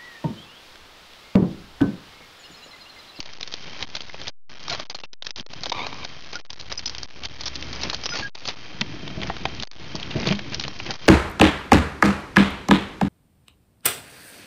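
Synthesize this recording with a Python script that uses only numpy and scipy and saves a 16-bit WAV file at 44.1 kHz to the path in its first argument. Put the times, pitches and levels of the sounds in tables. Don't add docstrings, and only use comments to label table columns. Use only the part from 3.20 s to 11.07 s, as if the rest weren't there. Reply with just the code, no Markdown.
import sys
import numpy as np
from scipy import signal
from scipy.fft import rfft, irfft, next_fast_len
from scipy.io import wavfile
from scipy.ndimage import map_coordinates

SR = 44100
rng = np.random.default_rng(int(sys.argv[2]) if len(sys.argv) > 2 else 0)


def unload_wav(signal):
    wavfile.write(
        sys.argv[1],
        SR,
        np.round(np.clip(np.atleast_2d(signal).T, -1, 1) * 32767).astype(np.int16),
    )


N = 347067
TIME = np.arange(N) / SR
DECIMATE, STEP = 4, .0177
STORED_TOP_HZ = SR / DECIMATE / 2
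HELD_FROM_S, HELD_UNTIL_S = 5.35, 7.3
SPAN_ATTACK_S, SPAN_RELEASE_T60_S = 0.017, .06
BRUSH_ATTACK_S, BRUSH_RELEASE_T60_S = 0.0081, 0.072


def amp(db):
    return 10 ** (np.asarray(db) / 20)


def unit(x):
    return x / np.sqrt(np.mean(x ** 2) + 1e-20)


def curve(rows):
    return np.interp(TIME, *np.transpose(rows))


def wobble(rate_hz):
    knots = rng.standard_normal(int(N * rate_hz / SR) + 4)
    return map_coordinates(knots, [TIME * rate_hz])


def filtered(x, response):
    m = next_fast_len(len(x) + 4096)
    hz = np.fft.rfftfreq(m, 1 / SR)
    return irfft(rfft(x, m) * response(hz), m)[:len(x)]


def coloured(x, points):
    point_hz, db = np.transpose(points)
    return filtered(x, lambda hz: amp(np.interp(np.log(hz + 1), np.log(point_hz), db)))


def resonance(f, centre_hz, width_hz):
    return 1j * f * width_hz / (centre_hz ** 2 - f ** 2 + 1j * f * width_hz)


def add(track, start_s, sound):
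    room = track[round(start_s * SR):][:len(sound)]
    room += sound[:len(room)]


def held_to_lock():
    return (TIME > HELD_FROM_S) & (TIME < HELD_UNTIL_S)


def friction(rate_hz, life_s, spread_db, smooth):
    slip_db = spread_db * np.clip(rng.standard_normal(N), -2, 2)
    slips = (rng.random(N) < rate_hz / SR) * amp(slip_db) ** 2
    power = signal.lfilter([1], [1, -np.exp(-2 / (life_s * SR))], slips)
    return unit(np.sqrt(power / power.mean() + smooth) * rng.standard_normal(N))


def span_gain(rows, attack_s, release_t60_s):
    power = np.zeros(N)
    for start_s, length_s, level_db, swell_db in rows:
        t = TIME - start_s
        swell = swell_db * (np.clip(t / length_s, 0, 1) - 1)
        release = -60 * np.clip((t - length_s) / release_t60_s, 0, 2)
        power += (np.clip(t / attack_s, 0, 1) * amp(level_db + swell + release)) ** 2
    return np.sqrt(power)


def struck(blows, modes, trim_db, scatter_db, attack_s=.0001, longest_t60_s=1):
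    out, t = np.zeros(N), np.arange(SR // 2) / SR
    for start_s, level_db in blows:
        ring = np.zeros(len(t))
        for hz, mode_db, t60_s in modes:
            sign = rng.choice([-1, 1])
            fade_db = -60 * t / min(t60_s, longest_t60_s)
            strength_db = mode_db + scatter_db * rng.standard_normal()
            ring += sign * amp(strength_db + fade_db) * np.sin(2 * np.pi * hz * t)
        add(out, start_s, amp(level_db + trim_db) * (1 - np.exp(-t / attack_s)) * ring)
    return out


# time_s, level_db
HUM_LEVEL = [(0, -65), (1, -53.5), (1.4, -61.5), (3, -55.5), (3.6, -45.5), (4.6, -41), (5.3, -63.5),
             (5.7, -56), (6.3, -43.5), (6.8, -55.5), (7.87, -60)]


def hum(rustle_gain, low_hz=65.4, high_hz=105, high_db=-9, under_db=-2):
    tone = np.sin(2 * np.pi * low_hz * TIME) + amp(high_db) * np.sin(2 * np.pi * high_hz * TIME)
    return np.minimum(amp(curve(HUM_LEVEL)), rustle_gain * amp(under_db)) * unit(tone)


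def whine(rustle_gain, low_hz=3145, high_hz=3175, under_db=-10, loudest_db=-51, flutter_rad=.15, waver_db=1.5):
    pair = np.zeros(N)
    for hz in (low_hz, high_hz):
        flutter = flutter_rad * (wobble(30) + wobble(300))
        pair += np.sin(2 * np.pi * hz * TIME + flutter)
    level = np.minimum(rustle_gain * amp(under_db), amp(loudest_db))
    return level * unit(amp(waver_db * wobble(16)) * pair)


# (per Hz, relative)
RUMBLE_SPECTRUM = [(20, -16.5), (45, -6), (80, -4), (110, -1), (160, -1.5), (200, -5), (320, -6),
                   (500, -17), (1200, -36.5)]
# time_s, gain_db
SHAKE_GAIN = [(0, -9), (1.1, -5.5), (1.4, -8.5), (2.6, -0.5), (3, -5), (4.5, -2.5), (5.15, -9.5),
              (5.45, -2.5), (5.66, 3), (5.95, 3), (6.3, 0), (6.8, -1.5), (7.15, 3), (7.4, 1), (7.87, -4.5)]


def handling(spans, brushes, brush_db=-3.5, lumps_db=2.5):
    shake = np.hypot(spans, amp(brush_db) * brushes) * amp(curve(SHAKE_GAIN))
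    lumps = amp(lumps_db * wobble(40))
    return shake * unit(lumps * coloured(rng.standard_normal(N), RUMBLE_SPECTRUM))


# (per Hz, relative)
CLOTH_SPECTRUM = [(60, -37.5), (300, -2), (700, 1), (1500, -1), (2400, 3), (3200, -2), (4500, -1.5),
                  (5400, -1.5)]


def cloth(rustle_gain, trim_db=2.5, dull_hz=4300, dull_share=0.53, catch_hz=170, faint_db=-45.5):
    slips = friction(rate_hz=300, life_s=0.0021, spread_db=2, smooth=0.41)
    slips = slips + .45 * friction(rate_hz=70, life_s=.002, spread_db=2, smooth=0)
    rustle = unit(coloured(slips, CLOTH_SPECTRUM))
    treble = filtered(rustle, lambda f: f ** 6 / (f ** 6 + dull_hz ** 6))
    faintness = 1 / (1 + (rustle_gain / amp(faint_db)) ** 4)
    stutter_db = 3.5 * faintness * np.clip(wobble(catch_hz), -2, 1)
    return rustle_gain * amp(trim_db + stutter_db) * (rustle - dull_share * held_to_lock() * treble)


# start_s, level_db (before trim)
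DOOR_BLOWS = [(5.614, -23.5), (5.739, -28.5), (5.829, -30), (5.868, -29), (5.905, -28.5), (5.974, -22),
              (5.995, -24.5), (6.045, -26), (6.744, -21), (6.952, -20), (6.96, -14), (7.069, -14),
              (7.107, -14), (7.316, -35), (7.445, -30.5), (7.69, -25.5)]
# freq_hz, level_db (relative), t60_s
DOOR_MODES = [(121, -3, .07), (142.8, -2.5, .09), (201.6, 0, .29), (285, -1.5, 0.048), (351.7, -4, 0.055),
              (475, -8, 0.045), (613.6, -9.5, 0.074), (651, -8, .07)]
# start_s, length_s, final_level_db, swell_db
FRAME_DRAGS = [(6.965, 0.079, -36, -7.5), (7.055, 0.076, -32, 0.5)]
FREE_FROM_S, CAUGHT_S, DAMPED_T60_S = 7.09, 7.6, .09


def door(trim_db=-3, scatter_db=1.5, attack_s=.002, drag_width_hz=55):
    free_blows = [blow for blow in DOOR_BLOWS if FREE_FROM_S <= blow[0] < CAUGHT_S]
    damped_blows = [blow for blow in DOOR_BLOWS if not FREE_FROM_S <= blow[0] < CAUGHT_S]
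    thuds = struck(damped_blows, DOOR_MODES, trim_db, scatter_db, attack_s, DAMPED_T60_S)
    booms = struck(free_blows, DOOR_MODES, trim_db, scatter_db, attack_s)

    def leaf(f):
        return sum(amp(db) * resonance(f, hz, drag_width_hz) ** 2 for hz, db, _ in DOOR_MODES)

    rumble = unit(filtered(rng.standard_normal(N), leaf))
    return thuds + booms + span_gain(FRAME_DRAGS, SPAN_ATTACK_S, SPAN_RELEASE_T60_S) * rumble


# start_s, level_db (before trim)
CYLINDER_STRIKES = [(5.6152, -16.5)]
# freq_hz, level_db (relative), t60_s
CYLINDER_MODES = [(229, -5, .03), (925, -13.5, 0.039), (1500, -12, 0.017), (1976, -0.5, .02),
                  (2700, 2, 0.022), (2940, -15, .012), (4980, -4, 0.0064)]
# start_s, level_db (before trim)
SHORT_KNOCKS = [(6.099, -25), (6.107, -33.5), (6.255, -24), (7.698, -29.5), (7.712, -36)]
# freq_hz, level_db (relative), t60_s
KNOCK_MODES = [(395, 13, 0.0056), (666, -3, 0.085), (770, 5, 0.06), (827, -5, 0.074), (1080, -2.5, 0.028),
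               (1160, -7.5, 0.014), (1600, -6, 0.044), (1890, -5, 0.05), (2630, -18, 0.017)]


def lock_and_late_knocks():
    cylinder = struck(CYLINDER_STRIKES, CYLINDER_MODES, trim_db=2.0, scatter_db=3.5)
    return cylinder + struck(SHORT_KNOCKS, KNOCK_MODES, trim_db=-2.0, scatter_db=2.5)


def stray_ticks(rustle_gain, rate_hz=65, level_db=-52, present_db=-62):
    present = rustle_gain > amp(present_db)
    return present * amp(level_db) * friction(rate_hz, life_s=0.0009, spread_db=0.5, smooth=0)


def small_ticks(spans, brushes, brush_db=1.5, tick_hz=5000, width_hz=1100, trim_db=-8, held_db=-6.5):
    gain = np.hypot(spans, amp(brush_db) * brushes)
    slips = friction(rate_hz=45, life_s=.0008, spread_db=3.0, smooth=0)
    ticks = filtered(slips, lambda f: resonance(f, tick_hz, width_hz))
    return gain * amp(trim_db + held_db * held_to_lock()) * unit(ticks)


# time_s, level_db (before trim)
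SCRAPE_LEVEL = [(2.516, -64), (2.52, -21), (2.54, -39), (2.585, -28.5), (2.66, -30), (2.685, -43.5),
                (2.72, -44), (2.729, -24), (2.738, -42.5), (2.85, -38), (2.88, -67)]
# freq_hz, width_hz, level_db (relative)
SCRAPE_RESONANCES = [(393, 400, -7.5), (1002, 140, 0.5), (1186, 46, 2), (2357, 130, -1), (3044, 130, -10.5),
                     (3752, 130, -3.5), (4916, 140, -12.5)]


def scrape(trim_db=-1, waver=.026):
    slips = friction(rate_hz=380, life_s=0.0016, spread_db=6, smooth=0.25)

    def key_body(f):
        modes = enumerate(SCRAPE_RESONANCES)
        return sum((-1) ** k * amp(db) * resonance(f, hz, width_hz) for k, (hz, width_hz, db) in modes)

    body = filtered(slips, key_body)
    body = map_coordinates(body, [np.cumsum(1 + waver * wobble(25))])
    return amp(curve(SCRAPE_LEVEL) + trim_db) * unit(body)


# start_s, pitch_hz, level_db, free_s (until damped)
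PITCHED_SOUNDS = [(1.499, 4270, -27, 0.0097), (1.508, 1405, -36.5, 0.024), (1.512, 690, -28, 0.0094),
                  (1.527, 4110, -26.5, .008), (1.7, 4775, -32.5, 0.0092), (1.748, 4230, -29, 0.0039),
                  (1.835, 2697, -38.5, 0.021), (2.518, 767, -25.5, 0.0018), (3.154, 1430, -30.5, 0.017),
                  (3.576, 5030, -21.5, 0.0037), (3.658, 5075, -20.5, 0.0081), (4.701, 4050, -26, 0.001),
                  (4.837, 4980, -27, 0.0076), (4.891, 5050, -30.5, 0.056), (4.921, 1430, -32, 0.039),
                  (4.952, 4490, -34.5, 0.091), (5.025, 1637, -27.5, 0.045), (5.257, 4510, -35, 0.021)]


def pitched_sounds(t60_s=0.88, damped_t60_s=0.034, buzz_rad=0.098, flutter_db=2, drift=.003):
    out, t = np.zeros(N), np.arange(SR // 5) / SR
    buzz = buzz_rad * wobble(350)
    flutter = amp(flutter_db * wobble(120))
    speed = 1 + drift * wobble(40)
    for start_s, pitch_hz, level_db, free_s in PITCHED_SOUNDS:
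        fade_db = -60 * (t / t60_s + np.maximum(t - free_s, 0) / damped_t60_s)
        first = round(start_s * SR)
        span = slice(first, first + len(t))
        phase = 2 * np.pi * pitch_hz * np.cumsum(speed[span]) / SR + buzz[span]
        add(out, start_s, amp(level_db + fade_db) * np.sin(phase))
    return flutter * out


# start_s, level_db, pitch_hz, knock_db, rattle_s (levels before trim)
CONTACTS = [(0.004, -26, 4260, -42.5, 0), (0.0282, -39.5, 4770, -49, 0.0),
            (0.0565, -36.5, 3920, -44.5, 0.01), (0.1347, -38, 4860, -47.5, 0.003),
            (0.2096, -30, 5220, -39.5, 0.0024), (0.229, -25.0, 3756, -45, 0.0031),
            (0.2755, -31.5, 4950, -49, 0.0045), (0.3235, -32, 3870, -41.5, 0.0096),
            (0.3396, -24.5, 4260, -36, 0.00025), (0.6064, -33.5, 4550, -47, 0.007),
            (0.6254, -23, 3470, -35.5, 0.005), (0.7511, -23.5, 4800, -39.5, 0.0056),
            (0.7663, -27.5, 3730.0, -37.5, 0.005), (0.806, -30, 3670, -40, 0.0029),
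            (0.819, -35.5, 4470, -48, 0.0014), (0.8969, -34, 2065, -48, 0.003),
            (0.9438, -36, 2800, -33.5, 0.00013), (1.0156, -33, 4060, -41, 0.002),
            (1.0709, -29, 2620, -38.5, 0.0067), (1.081, -24.5, 4110, -37.5, 0.0019),
            (1.481, -28.5, 4680, -31, 0.003), (1.4971, -23, 4470, -37, 0.0054),
            (1.506, -27.5, 4390, -43, 0.0051), (1.5263, -33, 4000, -28.5, 0.011),
            (1.5483, -30, 3960, -30, 0.0061), (1.5977, -28, 3850, -29, 0.0055),
            (1.653, -43.0, 3140, -52, 0.011), (1.6986, -28, 4500, -38, 0.004),
            (1.7465, -30.5, 4190, -35, 0.008), (1.787, -39.5, 3460, -43.5, 0.003),
            (1.8008, -38.5, 4080, -48, 0.014), (1.836, -34.5, 2950, -37, 0.005),
            (1.932, -36.5, 4640, -47, 0.005), (2.0236, -29, 3340, -49, 0.00056),
            (2.0466, -37, 4620, -52.5, 0.0077), (2.0675, -24.5, 4380, -39, 0.003),
            (2.1072, -28, 5050, -55, 0.0), (2.1603, -32, 4030, -54, 0.003),
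            (2.1766, -32.5, 4880, -43, 0.013), (2.1978, -30, 2750, -45, 0.0011),
            (2.2636, -41, 4270, -45, 0.004), (2.3346, -33, 5250, -40, 0.003),
            (2.4343, -24.0, 4610, -34.5, 0.009), (2.4579, -25.5, 3940, -32.5, 0.0011),
            (2.465, -32, 4130, -30, 0.0055), (2.4969, -24.5, 5000.0, -44, 0.0033),
            (2.5232, -27.5, 4080, -32, 0.0034), (2.667, -27.5, 3680, -28.5, 0.0029),
            (2.8481, -27.5, 3980, -34.5, 0.003), (3.1297, -32.5, 4170, -34, 0.003),
            (3.155, -27.5, 4240, -36, 0.0012), (3.3034, -29, 5370, -48, 0.004),
            (3.331, -35, 5210, -51.5, 0.00017), (3.3978, -33, 4800, -53, 0.0078),
            (3.4115, -33.5, 4800, -54, 0), (3.5178, -30, 4760, -31, 0), (3.5244, -25.5, 4830, -34, 0.003),
            (3.593, -27.5, 5110, -48, 0.0), (3.658, -24.5, 4700, -44.5, 0.003),
            (3.6761, -25.5, 5240, -56.5, 0.0064), (3.6963, -27.5, 4450, -57.5, 0.000062),
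            (3.749, -30, 3870, -45.5, 0.0026), (3.7826, -29, 4600, -45.5, 0.0054),
            (3.832, -26, 4630, -44, 0.0), (4.0341, -30, 3590, -47, 0.006), (4.0517, -25, 3590, -40, 0.009),
            (4.2091, -27, 5330, -46, 0.006), (4.2352, -31, 4310, -40, 0.0061),
            (4.257, -21.5, 5000, -36.5, 0.019), (4.2788, -24, 5370, -41, 0.004),
            (4.3548, -26, 4860, -45, 0.008), (4.4253, -28.5, 3030, -41, 0), (4.529, -29, 4980, -41, 0.0049),
            (4.614, -27.5, 4150, -41, 0.014), (4.634, -21, 5480, -35, 0.0041), (4.699, -23, 4100, -38.5, 0),
            (4.73, -25.5, 4400, -27.5, 0.016), (4.746, -23, 4090, -41.5, 0.0),
            (4.8367, -26, 4870, -38, 0.003), (4.857, -22.5, 5100, -34, 0.0013),
            (4.862, -23, 5210, -33, 0.0026), (4.8905, -29, 3150, -40, 0.003),
            (4.9539, -26.5, 4150, -31, 0.006), (5.1517, -33.5, 4290, -41.5, 0.004),
            (5.2539, -29, 3380, -36.5, 0.0061), (5.2852, -23, 3720, -33, 0.013),
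            (5.6109, -19, 4360, -37, 0.0025), (5.615, -21.5, 2780, -30, 0.0015),
            (5.8775, -31, 2920, -38, 0.0031), (6.0171, -30, 3170, -37, 0.0),
            (6.0326, -25.5, 2770, -38, 0.0036), (6.0977, -33.5, 1836, -25.5, 0.008),
            (6.1665, -33, 3220, -34, 0), (6.2538, -21, 2960, -24, 0.0039),
            (6.3989, -27.5, 3690, -50.5, 0.0042), (6.4248, -27.5, 4155, -44.5, 0.00078),
            (6.434, -26.5, 3720, -32.5, 0.0), (6.473, -41, 4900, -53.5, 0.0023),
            (6.5143, -38.5, 3850, -54.5, 0), (6.7533, -27.5, 4220, -34, 0.0014),
            (6.762, -32, 4400, -45, 0.0011), (6.7991, -32, 3700, -43, 0.0),
            (6.8279, -27, 3090, -47, 0.0048), (6.9072, -28, 3060, -44.5, 0.009),
            (7.071, -20.5, 3680, -32, 0.0077), (7.089, -22.5, 2740, -36, 0.0014),
            (7.1099, -23, 2750, -37, 0.0046), (7.124, -23, 3060, -31.5, 0.0042),
            (7.1495, -31.5, 3480, -51, 0.011), (7.1913, -28, 2590, -43, 0.004),
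            (7.345, -22, 4690, -37.5, 0.0054), (7.397, -22.5, 4500, -36, 0.003),
            (7.4112, -30, 5320, -44, 0), (7.425, -35, 4570, -52, 0.0027), (7.4379, -25, 2810, -45, 0.0058),
            (7.449, -30, 2470, -37, 0.0034), (7.4803, -29, 4460, -33.5, 0.003),
            (7.6001, -27, 2770, -34.5, 0.003), (7.707, -23, 4980, -37, 0.004),
            (7.7393, -34, 4370, -46, 0.0038)]


def clicks(rattle_hz=450, rattle_db=3.5, sag_db=-6, snap_t60_s=.007, tail_t60_s=0.038, tail_db=-16,
           width=0.42, crack_db=-9, ring_t60_s=0.027, ring_db=-6, ring_spread=.25,
           body_hz=720, body_width_hz=1100, body_t60_s=0.013, body_trim_db=-13, trim_db=-13):
    out, t = np.zeros(N), np.arange(SR // 10) / SR
    chatter = amp(rattle_db * np.clip(wobble(rattle_hz), -1.5, 1.5))
    for start_s, level_db, pitch_hz, knock_db, rattle_s in CONTACTS:
        after_s = np.maximum(t - rattle_s, 0)
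        sag = amp(sag_db * np.clip(t / (rattle_s + .001), 0, 1))
        rattle = chatter[round(start_s * SR):][:len(t)] * sag
        decay = rattle * (amp(-60 * after_s / snap_t60_s) + amp(tail_db - 60 * after_s / tail_t60_s))
        bright, broad, dull = rng.standard_normal((3, len(t)))
        snap = unit(filtered(decay * bright,
                             lambda f: resonance(f, pitch_hz, width * pitch_hz) * (f < STORED_TOP_HZ)))
        crack = unit(filtered(decay * broad, lambda f: f < STORED_TOP_HZ))
        highest_hz = min(pitch_hz * np.exp(ring_spread), STORED_TOP_HZ)
        partials_hz = highest_hz * np.exp(-ring_spread * rng.exponential(size=(8, 1)))
        strengths = partials_hz * rng.standard_normal(partials_hz.shape)
        partials = np.sum(strengths * np.sin(2 * np.pi * partials_hz * t), axis=0)
        ring = unit(partials * amp(-60 * t / ring_t60_s))
        thud = rattle * amp(-60 * after_s / body_t60_s) * dull
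        knock = unit(filtered(thud, lambda f: resonance(f, body_hz, body_width_hz) ** 2))
        metal = unit(snap + amp(crack_db) * crack + amp(ring_db) * ring)
        add(out, start_s, amp(level_db + trim_db) * metal + amp(knock_db + body_trim_db) * knock)
    return out


# start_s, length_s, final_level_db, swell_db
RUSTLE_SPANS = [(0, 0.64, -38.5, 9), (.658, 0.29, -47.5, -4), (.925, 0.17, -39.5, 4),
                (1.28, 0.35, -39, 6.5), (1.65, .225, -57, -1), (2.28, 0.22, -43.5, 2.5),
                (2.53, 0.33, -41.5, 0.5), (2.86, 0.34, -43.5, 0), (3.2, 0.087, -56.5, -0.5),
                (3.285, 0.57, -43.5, 5), (3.865, 0.22, -47, 1.5), (4.085, 0.63, -33, 14),
                (4.735, 0.35, -38.5, 1.5), (5.135, 0.22, -42.5, 3.5), (5.35, 1.08, -38.5, 5),
                (6.5, 0.13, -43.5, 8.5), (6.625, 0.41, -33, 8.5), (7.14, 0.62, -40, 1),
                (7.765, 0.095, -37, 10)]
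# start_s, length_s, level_db
QUICK_BRUSHES = [(0.599, 0.044, -38.5), (0.742, 0.025, -40.5), (1.485, 0.075, -32.5), (1.582, 0.022, -36),
                 (1.701, 0.011, -36), (1.746, 0.013, -39.5), (2.05, 0.04, -43.5), (2.157, 0.06, -41.5),
                 (3.123, 0.018, -32.5), (3.493, .035, -36), (4.036, 0.021, -36.5), (4.638, 0.022, -29.5),
                 (4.929, 0.084, -28.5), (5.269, 0.037, -32), (6.012, 0.075, -34), (6.978, 0.076, -33),
                 (7.05, 0.084, -27.5), (7.31, 0.035, -35), (7.653, 0.032, -35), (7.687, .03, -31.5)]


def scene():
    spans = span_gain(RUSTLE_SPANS, SPAN_ATTACK_S, SPAN_RELEASE_T60_S)
    brush_rows = [(*row, 0) for row in QUICK_BRUSHES]
    brushes = span_gain(brush_rows, BRUSH_ATTACK_S, BRUSH_RELEASE_T60_S)
    rustle_gain = np.hypot(spans, brushes)
    background = hum(rustle_gain) + whine(rustle_gain) + handling(spans, brushes) + cloth(rustle_gain)
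    ticks = stray_ticks(rustle_gain) + small_ticks(spans, brushes)
    foreground = scrape() + pitched_sounds() + clicks()
    return (background + door() + lock_and_late_knocks() + ticks + foreground)[None]


# freq_hz, gain_db
PLAYBACK_FILTER = [(3500, 0), (4484, -.6), (5060, -1.8), (5512, -4), (5964, -7), (6535, -14), (7000, -24),
                   (7450, -41), (8000, -56), (9500, -68), (11000, -74), (12000, -58), (13300, -48),
                   (14900, -66)]


def record(dry, top_hz=14900):
    band = filtered(dry[0], lambda hz: hz < STORED_TOP_HZ)
    stored = np.zeros(N)
    stored[::DECIMATE] = DECIMATE * STEP * np.round(band[::DECIMATE] / STEP)
    played = filtered(coloured(stored, PLAYBACK_FILTER), lambda hz: hz < top_hz)
    return played[None] - STEP


dry = scene()
out = record(dry)
unload_wav(out)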